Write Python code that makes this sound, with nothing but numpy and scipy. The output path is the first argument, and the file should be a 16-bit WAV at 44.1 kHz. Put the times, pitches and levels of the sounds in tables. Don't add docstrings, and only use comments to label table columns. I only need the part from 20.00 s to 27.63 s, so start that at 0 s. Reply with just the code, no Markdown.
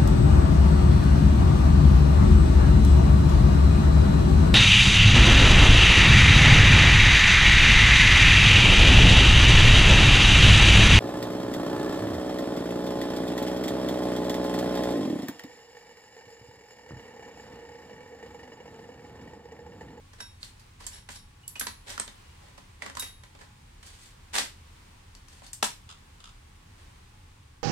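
import sys
import numpy as np
from scipy import signal
from scipy.fft import rfft, irfft
from scipy.io import wavfile
from scipy.ndimage import uniform_filter1d

SR = 44100
rng = np.random.default_rng(int(sys.argv[2]) if len(sys.argv) > 2 else 0)


def transcribe(signal):
    frames = np.atleast_2d(signal).T
    limited = np.clip(frames, -1, 1)
    pcm = np.round(limited * 32767).astype(np.int16)
    wavfile.write(sys.argv[1], SR, pcm)


N = 336483
CONTACT_DECAY_S = .08


def undb(db):
    return 10 ** (np.asarray(db) / 20)


def seconds(length):
    return np.arange(int(length * SR)) / SR


def curve(points):
    return np.interp(np.arange(N) / SR, *np.transpose(points))


def panned(left_minus_right_db):
    return undb(np.array([[1], [-1]]) * left_minus_right_db / 2)


def add(out, at, sound):
    i = int(at * SR)
    out[:, i:i + sound.shape[-1]] += sound[..., :N - i]


def gains(points, hz):
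    point_hz, db = np.transpose(points)
    return undb(np.interp(np.log(hz + 1), np.log(point_hz), db))


def coloured(x, points):
    return irfft(rfft(x) * gains(points, np.fft.rfftfreq(x.shape[-1], 1 / SR)), x.shape[-1])


def response(points, size=1024):
    cepstrum = irfft(np.log(gains(points, np.fft.rfftfreq(size, 1 / SR))))
    cepstrum[1:size // 2] *= 2
    cepstrum[size // 2 + 1:] = 0
    return irfft(np.exp(rfft(cepstrum)))


def tilt(hz, db_per_octave, pivot_hz=3240, knee_hz=613):
    return db_per_octave * np.log2(max(hz, knee_hz) / pivot_hz)


def tilted(points, db_per_octave):
    return [(hz, db + tilt(hz, db_per_octave)) for hz, db in points]


def hump(hz, centre_hz, octaves):
    return np.exp(-.5 * (np.log2(hz / centre_hz) / octaves) ** 2)


def resonances(x, modes):
    return sum(undb(db) * signal.lfilter(*signal.iirpeak(hz, hz / width, SR), x)
               for hz, width, db in modes)


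def mode(hz, t60, rise_s=.0003):
    t = seconds(t60)
    phase = 2 * np.pi * rng.random() + np.array([[0], [np.pi / 2]])
    return np.sin(2 * np.pi * hz * t + phase) * undb(-60 * t / t60) * (1 - np.exp(-t / rise_s))


def wander(rate_hz):
    step = int(SR / rate_hz)
    held = np.repeat(rng.standard_normal(N // step + 1), step)
    return np.sqrt(2) * uniform_filter1d(held, step)[:N]


# frequency in Hz, relative density in dB.
RUMBLE_SPECTRUM = [(12, -27), (25, -4.5), (38, 2), (58, -9.5), (72, -1), (93, -1.5), (112, -5),
                   (150, -12.5), (200, -16), (290, -21.5), (420, -36.5), (700, -81)]
# frequency in Hz, relative density in dB.
AIR_SPECTRUM = [(200, -10), (300, -3.5), (430, -4.5), (620, -4.5), (760, -4), (850, -3.5), (1020, -2),
                (1220, -6), (2320, -7), (3640, -10), (6000, -14.5), (9000, -15), (11000, -23), (16000, -28)]
# pitch in Hz, rms level in dB that it wavers around.
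HUM_TONES = [(70, -64.5), (187, -82), (840, -78.5), (1120, -81)]


def room_tone(rumble_db=-53.5, air_db=-58.5, air_waver_db=1.0, hum_waver_db=3.2):
    rumble = coloured(rng.standard_normal(N) + .037 * rng.standard_normal((2, N)), RUMBLE_SPECTRUM)
    air = coloured(rng.standard_normal((2, N)) + .19 * rng.standard_normal(N), AIR_SPECTRUM)
    air *= undb(air_waver_db * wander(3.87))
    air -= resonances(air.mean(axis=0), [(630, 260, -5)])
    hum = np.zeros(N)
    for hz, db in HUM_TONES:
        amplitude = np.sqrt(2) * undb(db + hum_waver_db * wander(5.5))
        pitch_hz = hz + .1998 * np.sqrt(hz) * wander(20)
        hum += amplitude * np.sin(2 * np.pi * np.cumsum(pitch_hz) / SR)
    return undb(rumble_db) * rumble / rumble.std() + undb(air_db) * air / air.std() + hum


def burst(fade_s, rise_s):
    t = seconds(CONTACT_DECAY_S)
    envelope = np.exp(-t / fade_s) * (1 - np.exp(-t / rise_s))
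    spectrum = rfft(rng.standard_normal((2, len(t))) * envelope)
    even = spectrum / np.abs(spectrum)
    x = irfft(even, len(t)) * envelope ** .5
    return x / np.sqrt(np.sum(x ** 2, axis=1, keepdims=True))


def object_ring(count=22, lowest_hz=900, span_ratio=13):
    pitches = lowest_hz * span_ratio ** ((np.arange(count) + rng.random(count)) / count)
    out = np.zeros((2, len(seconds(CONTACT_DECAY_S))))
    for hz in pitches:
        ring = mode(hz, t60=.06 * (hz / lowest_hz) ** -.3)
        out[:, :ring.shape[1]] += ring * hz ** .65 * undb(3 * rng.standard_normal((2, 1)))
    return out / np.sqrt(np.sum(out ** 2, axis=1, keepdims=True))


# frequency in Hz, gain in dB.
KNOCK_SPECTRUM = [(70, -16.5), (270, -6), (450, 2), (1500, 2.5), (4000, 0), (8200, 0.5), (13000, -11),
                  (16000, -24)]
# start in seconds, relative level in dB, hardness
# as treble tilt in dB per octave, body pitch of the thing hit in Hz, contact time in seconds.
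KNOCK_EVENTS = [(.1317, -22.5, -1, 1500, 0.002), (.202, -10.5, 0, 1550, 0.0024),
                (0.4302, -16.5, 1, 3100, 0.00085), (0.5939, -27, 3, 4480, 0.0032),
                (0.8023, -16.5, -.7, 1000, 0.0038), (0.8649, -9.5, 3.5, 7860, 0.003),
                (1.088, -12, -1.5, 2160, 0.0017), (1.1559, -17.5, 1, 4000, 0.0029),
                (1.4791, -21.5, 10, 12000, 0.00078), (1.5536, -13.5, -.5, 2700, 0.0048),
                (1.595, -7, 7.5, 11900, 0.0019), (1.61, -4, -.7, 1750, 0.0019),
                (1.6676, -3, 0, 4300, 0.001), (1.892, -17, 2.5, 4000, 0.0032),
                (1.901, -14, 4, 5000, 0.0019), (1.9774, -10, -0.5, 1450, 0.00069),
                (1.997, -3.5, -.5, 8500, 0.00097), (2.0766, -14, -1, 4030, 0.00098),
                (2.5765, -18.5, -2.5, 587, 0.0028), (2.8203, -10.5, -1, 2050, 0.0015),
                (2.851, -29, -5, 1500, 0.001), (2.8614, -11, -2, 2010, 0.00097),
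                (2.897, -15, -2.5, 1540, .001), (2.9505, -15.5, -0.5, 7600, .0012),
                (2.9694, -7, -.5, 1220, 0.0012), (2.9947, -11, 8.5, 12300, 0.0018),
                (3.0207, -7, 0, 2430, 0.0032), (3.235, -21, -1, 1830, 0.0012),
                (3.3493, -25, -3.5, 600, 0.0011), (3.4092, -19.5, -2.5, 1740, 0.0031),
                (3.8274, -20, .5, 2920, 0.0025), (3.861, -21.5, 2.5, 6860, .003),
                (4.352, -0.5, 1, 1650, 0.0011), (4.3828, 3.5, 1, 3650, 0.0012),
                (5.15, -23.5, 1.5, 5000, .0006), (5.2828, -26, 2, 5500, 0.00091),
                (5.419, -27, -6, 854, 0.00074), (5.4634, -21.5, 3, 4470, 0.0023),
                (5.531, -15, 6.5, 7400, 0.00092), (5.6277, 5.5, 1.5, 835, 0.00077),
                (5.64, 2, 1.5, 7600, .003)]


def knocks(ring_s=.0015, body_db=5):
    out = np.zeros((2, N))
    hz = np.geomspace(70, 16000, 60)
    for at, db, hardness, body_hz, contact_s in KNOCK_EVENTS:
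        colour_db = 20 * np.log10(gains(tilted(KNOCK_SPECTRUM, hardness), hz))
        colour_db += body_db * hump(hz, body_hz, octaves=.24)
        crack = burst(fade_s=ring_s + 2.84 * contact_s, rise_s=contact_s)
        ring = object_ring() * (1 - np.exp(-seconds(CONTACT_DECAY_S) / contact_s))
        body = response(list(zip(hz, colour_db)))
        add(out, at, undb(db) * signal.fftconvolve(.8 * crack + .6 * ring, body[None], axes=1))
    return out


# pitch in Hz, level in dB relative to the knock's bass, time to fall 60 dB in seconds.
PANEL_MODES = [(209.5, -42, .2), (272.4, -43, .18)]


def panel_thumps(swell_s=.0052):
    out = np.zeros((2, N))
    for at, db, hardness, *_ in KNOCK_EVENTS:
        for hz, mode_db, t60 in PANEL_MODES:
            swell = 1 - np.exp(-seconds(t60) / swell_s)
            add(out, at, undb(db + mode_db + tilt(hz, hardness)) * mode(hz, t60) * swell)
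    return out


# pitch in Hz, width in Hz, relative gain in dB.
BENCH_MODES = [(212.4, 100, -0.5), (407, 29, -12), (573, 45, 1), (804, 90, -3.5), (988, 90, 1.5),
               (1380, 26.7, -35), (1790, 240, -5), (3180, 830, -13), (4320, 550, -8)]


def on_bench(x, contact_db=-2, bench_db=-2):
    return undb(contact_db) * x + undb(bench_db) * resonances(x, BENCH_MODES)


# frequency in Hz, reverberation time in seconds.
ROOM_DECAY = [(200, 0.38), (600, 0.21), (1500, 0.26), (4000, 0.29), (8000, 0.24), (15000, 0.31)]


def room_echo(x, first_s=.003, build_s=.0022, early_db=2, early_s=.021):
    t = seconds(.5)
    hz = np.fft.rfftfreq(len(t), 1 / SR)
    centres, t60s = np.transpose(ROOM_DECAY)
    noise = rfft(rng.standard_normal((2, len(t))))
    bands = (np.interp(np.log(hz + 1), np.log(centres), row) for row in np.eye(len(centres)))
    tail = sum(irfft(noise * band, len(t)) * undb(-60 * t / t60) for band, t60 in zip(bands, t60s))
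    tail *= 1 - np.exp(-np.maximum(t - first_s, 0) / build_s)
    tail *= undb(early_db * np.exp(-t / early_s))
    return signal.fftconvolve(x, tail / np.sqrt(np.sum(tail ** 2) / 2), axes=1)[:, :N]


def scratchy_noise(size, spread_db=6, grains_per_s=900, grain_s=.0033):
    grains = (rng.random(size) < grains_per_s / SR) * undb(spread_db * rng.standard_normal(size))
    power = signal.lfilter([1], [1, -np.exp(-1 / (grain_s * SR))], grains ** 2)
    return np.sqrt(power / power.mean()) * rng.standard_normal((2, size))


# frequency in Hz, gain in dB.
SCRATCH_SPECTRUM = [(80, -33), (190, -23), (280, -8), (400, -3.5), (700, -4), (1170, -7), (1600, -1.5),
                    (2400, -2.5), (3600, -2.5), (6000, -5), (8500, -3), (11500, -16.5), (14000, -21),
                    (16000, -31)]
# start in seconds, length in seconds, relative level in dB, treble tilt in dB per octave.
SCRATCH_SWELLS = [(0.18, 0.051, -45.5, -3), (0.397, .12, -45, 2.5), (0.789, 0.092, -42, -1),
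                  (0.887, 0.15, -43.5, 0), (1.091, 0.095, -40.5, 3.5), (1.857, 0.12, -33, -1),
                  (2.391, 0.16, -52, -3.5), (2.801, .11, -39, -3.5), (3.001, 0.12, -39.5, 1),
                  (3.369, .11, -48.5, -2), (3.83, 0.18, -44, 1), (3.969, .18, -47, 2),
                  (5.27, 0.18, -48, 0.5), (5.413, 0.11, -46, .5), (6.75, .2, -55.5, -2)]


def scratchy_swells(rise_share=.3):
    out = np.zeros((2, N))
    for at, length, db, tilt_db in SCRATCH_SWELLS:
        t = seconds(length)
        swell = np.interp(t / length, [0, rise_share, 1], [0, 1, 0])
        spectrum = tilted(SCRATCH_SPECTRUM, tilt_db)
        add(out, at, undb(db) * coloured(scratchy_noise(len(t)) * swell, spectrum))
    return out


# pitch in Hz, relative level in dB, time to fall 60 dB in seconds.
STEEL_MODES = [(1558, 0, 0.12), (3790, -1, 0.41), (5535, -1.5, 0.27), (7260, -3, .15), (10560, -5, .13),
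               (10700, -1.5, 0.48), (10880, 0, 0.26), (11140, 0, 0.19)]
# start in seconds, relative level in dB, treble tilt in dB per octave, favoured pitch in Hz.
STEEL_BLOWS = [(0.2035, -43.5, -4.5, 5542), (0.933, -56, 2, 5540), (1.1564, -58, 1.5, 5540),
               (1.5972, -61, 8.5, 10600), (2.9973, -43.5, 2, 3797)]


def steel_tool(favour_db=8, split=.00556, twin_db=-10, bounce_s=.0053, bounce_db=-6):
    out = np.zeros((2, N))
    for at, blow_db, sharpness, favoured_hz in STEEL_BLOWS:
        for hz, mode_db, t60 in STEEL_MODES:
            db = blow_db + mode_db + tilt(hz, sharpness) + favour_db * hump(hz, favoured_hz, octaves=.12)
            add(out, at, undb(db) * mode(hz, t60))
            add(out, at, undb(db + twin_db) * mode(hz * (1 + split), t60))
            add(out, at + bounce_s, undb(db + bounce_db) * mode(hz * (1 - 2 * split), t60 / 2))
    return out


# start in seconds, pitch in Hz, relative level in dB, time to fall 60 dB in seconds.
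PART_PINGS = [(.4301, 4270, -18, 0.0057), (.8655, 7510, -25.5, 0.025), (.8655, 10400, -36, .04),
              (1.435, 2905, -50, 0.1), (1.4776, 7690, -28, .017), (1.4783, 10300, -25.5, 0.014),
              (1.5556, 2506, -37, 0.074), (1.5572, 2890, -42, 0.15), (1.61, 1600, -24.5, .022),
              (1.6687, 1027, -34, 0.058), (1.979, 1420, -23.5, 0.015), (1.9987, 8240, -12.5, 0.013),
              (2.24, 2850, -62.5, 1), (2.8211, 2040, -20, 0.01), (2.9702, 1006, -25, 0.025),
              (4.353, 1650, -25, .046)]


def loose_parts():
    out = np.zeros((2, N))
    for at, hz, db, t60 in PART_PINGS:
        add(out, at, undb(db) * mode(hz, t60))
    return out


# time in seconds, relative level in dB.
DRAG_LEVELS = [(4.325, -70), (4.333, -37), (4.353, -28), (4.373, -25.5), (4.385, -22.5), (4.409, -33.5),
               (4.453, -37.5), (4.48, -53)]


def box_drag(gain_db=3):
    t = np.arange(N) / SR
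    moving = (t > DRAG_LEVELS[0][0]) & (t < DRAG_LEVELS[-1][0])
    return coloured(scratchy_noise(N) * moving * undb(gain_db + curve(DRAG_LEVELS)), SCRATCH_SPECTRUM)


# pitch in Hz, width in Hz, gain in dB.
WALL_MODES = [(640, 200, -28), (885, 49, -26.5), (1290, 230, 6.5), (2860, 300, -2.5), (3412, 800, 3),
              (4910, 350, -3), (6630, 1400, -5.5), (8550, 1000, -7)]
# start in seconds, relative level in dB, fade time in seconds.
WALL_JOLTS = [(5.6261, 6, 0.002), (5.8897, -14, 0.0049), (5.899, -13.5, 0.014), (5.911, -15.5, 0.004),
              (5.924, -19, .004), (6.202, -19, 0.0052), (6.2401, -14, 0.00355), (6.255, -17, 0.0037),
              (6.2735, -21, 0.0033), (6.29, -22, 0.0097)]


def box_creaks(cutoff_hz=8000):
    push = np.zeros((2, N))
    for at, db, fade_s in WALL_JOLTS:
        add(push, at, undb(db) * burst(fade_s, rise_s=.00134))
    return signal.sosfilt(signal.butter(4, cutoff_hz, fs=SR, output="sos"), resonances(push, WALL_MODES))


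# pitch in Hz, relative level in dB,
# time to fall 60 dB in seconds, left minus right microphone in dB.
LATCH_MODES = [(213, -10, 0.13, -1), (473, -1.5, 0.038, 7), (630, 2, 0.029, 0), (750, 1.5, 0.019, 20.5),
               (875, -4.5, .1, 10), (1352, 0, 0.058, -2), (2700, -8, .05, -6)]


def latch_snap(at_s=5.628, level_db=-27):
    out = np.zeros((2, N))
    for hz, db, t60, pan_db in LATCH_MODES:
        add(out, at_s, undb(level_db + db) * panned(pan_db) * mode(hz, t60))
    return out


# time in seconds, left minus right microphone in dB.
HAND_POSITIONS = [(0, -3), (2, -3.5), (4.4, -3), (5.1, 1.5)]


def scene(scratch_pan_share=.26):
    hits = on_bench(knocks())
    scratches = on_bench(scratchy_swells() + box_drag())
    parts, tool, snap, creaks = loose_parts(), steel_tool(), latch_snap(), box_creaks()
    sends_db = [(hits, -2), (parts, -6), (snap, -7), (tool, -16), (scratches, -1), (creaks, -4)]
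    echo = room_echo(sum(undb(db) * sound for sound, db in sends_db))
    place = panned(curve(HAND_POSITIONS))
    at_hands = (hits + parts) * place + scratches * place ** scratch_pan_share
    return at_hands + panel_thumps() + tool + snap + creaks + echo + room_tone()


def record(dry):
    return signal.sosfilt(signal.ellip(10, .2, 70, 16200, fs=SR, output="sos"), dry)


dry = scene()
out = record(dry)
transcribe(out)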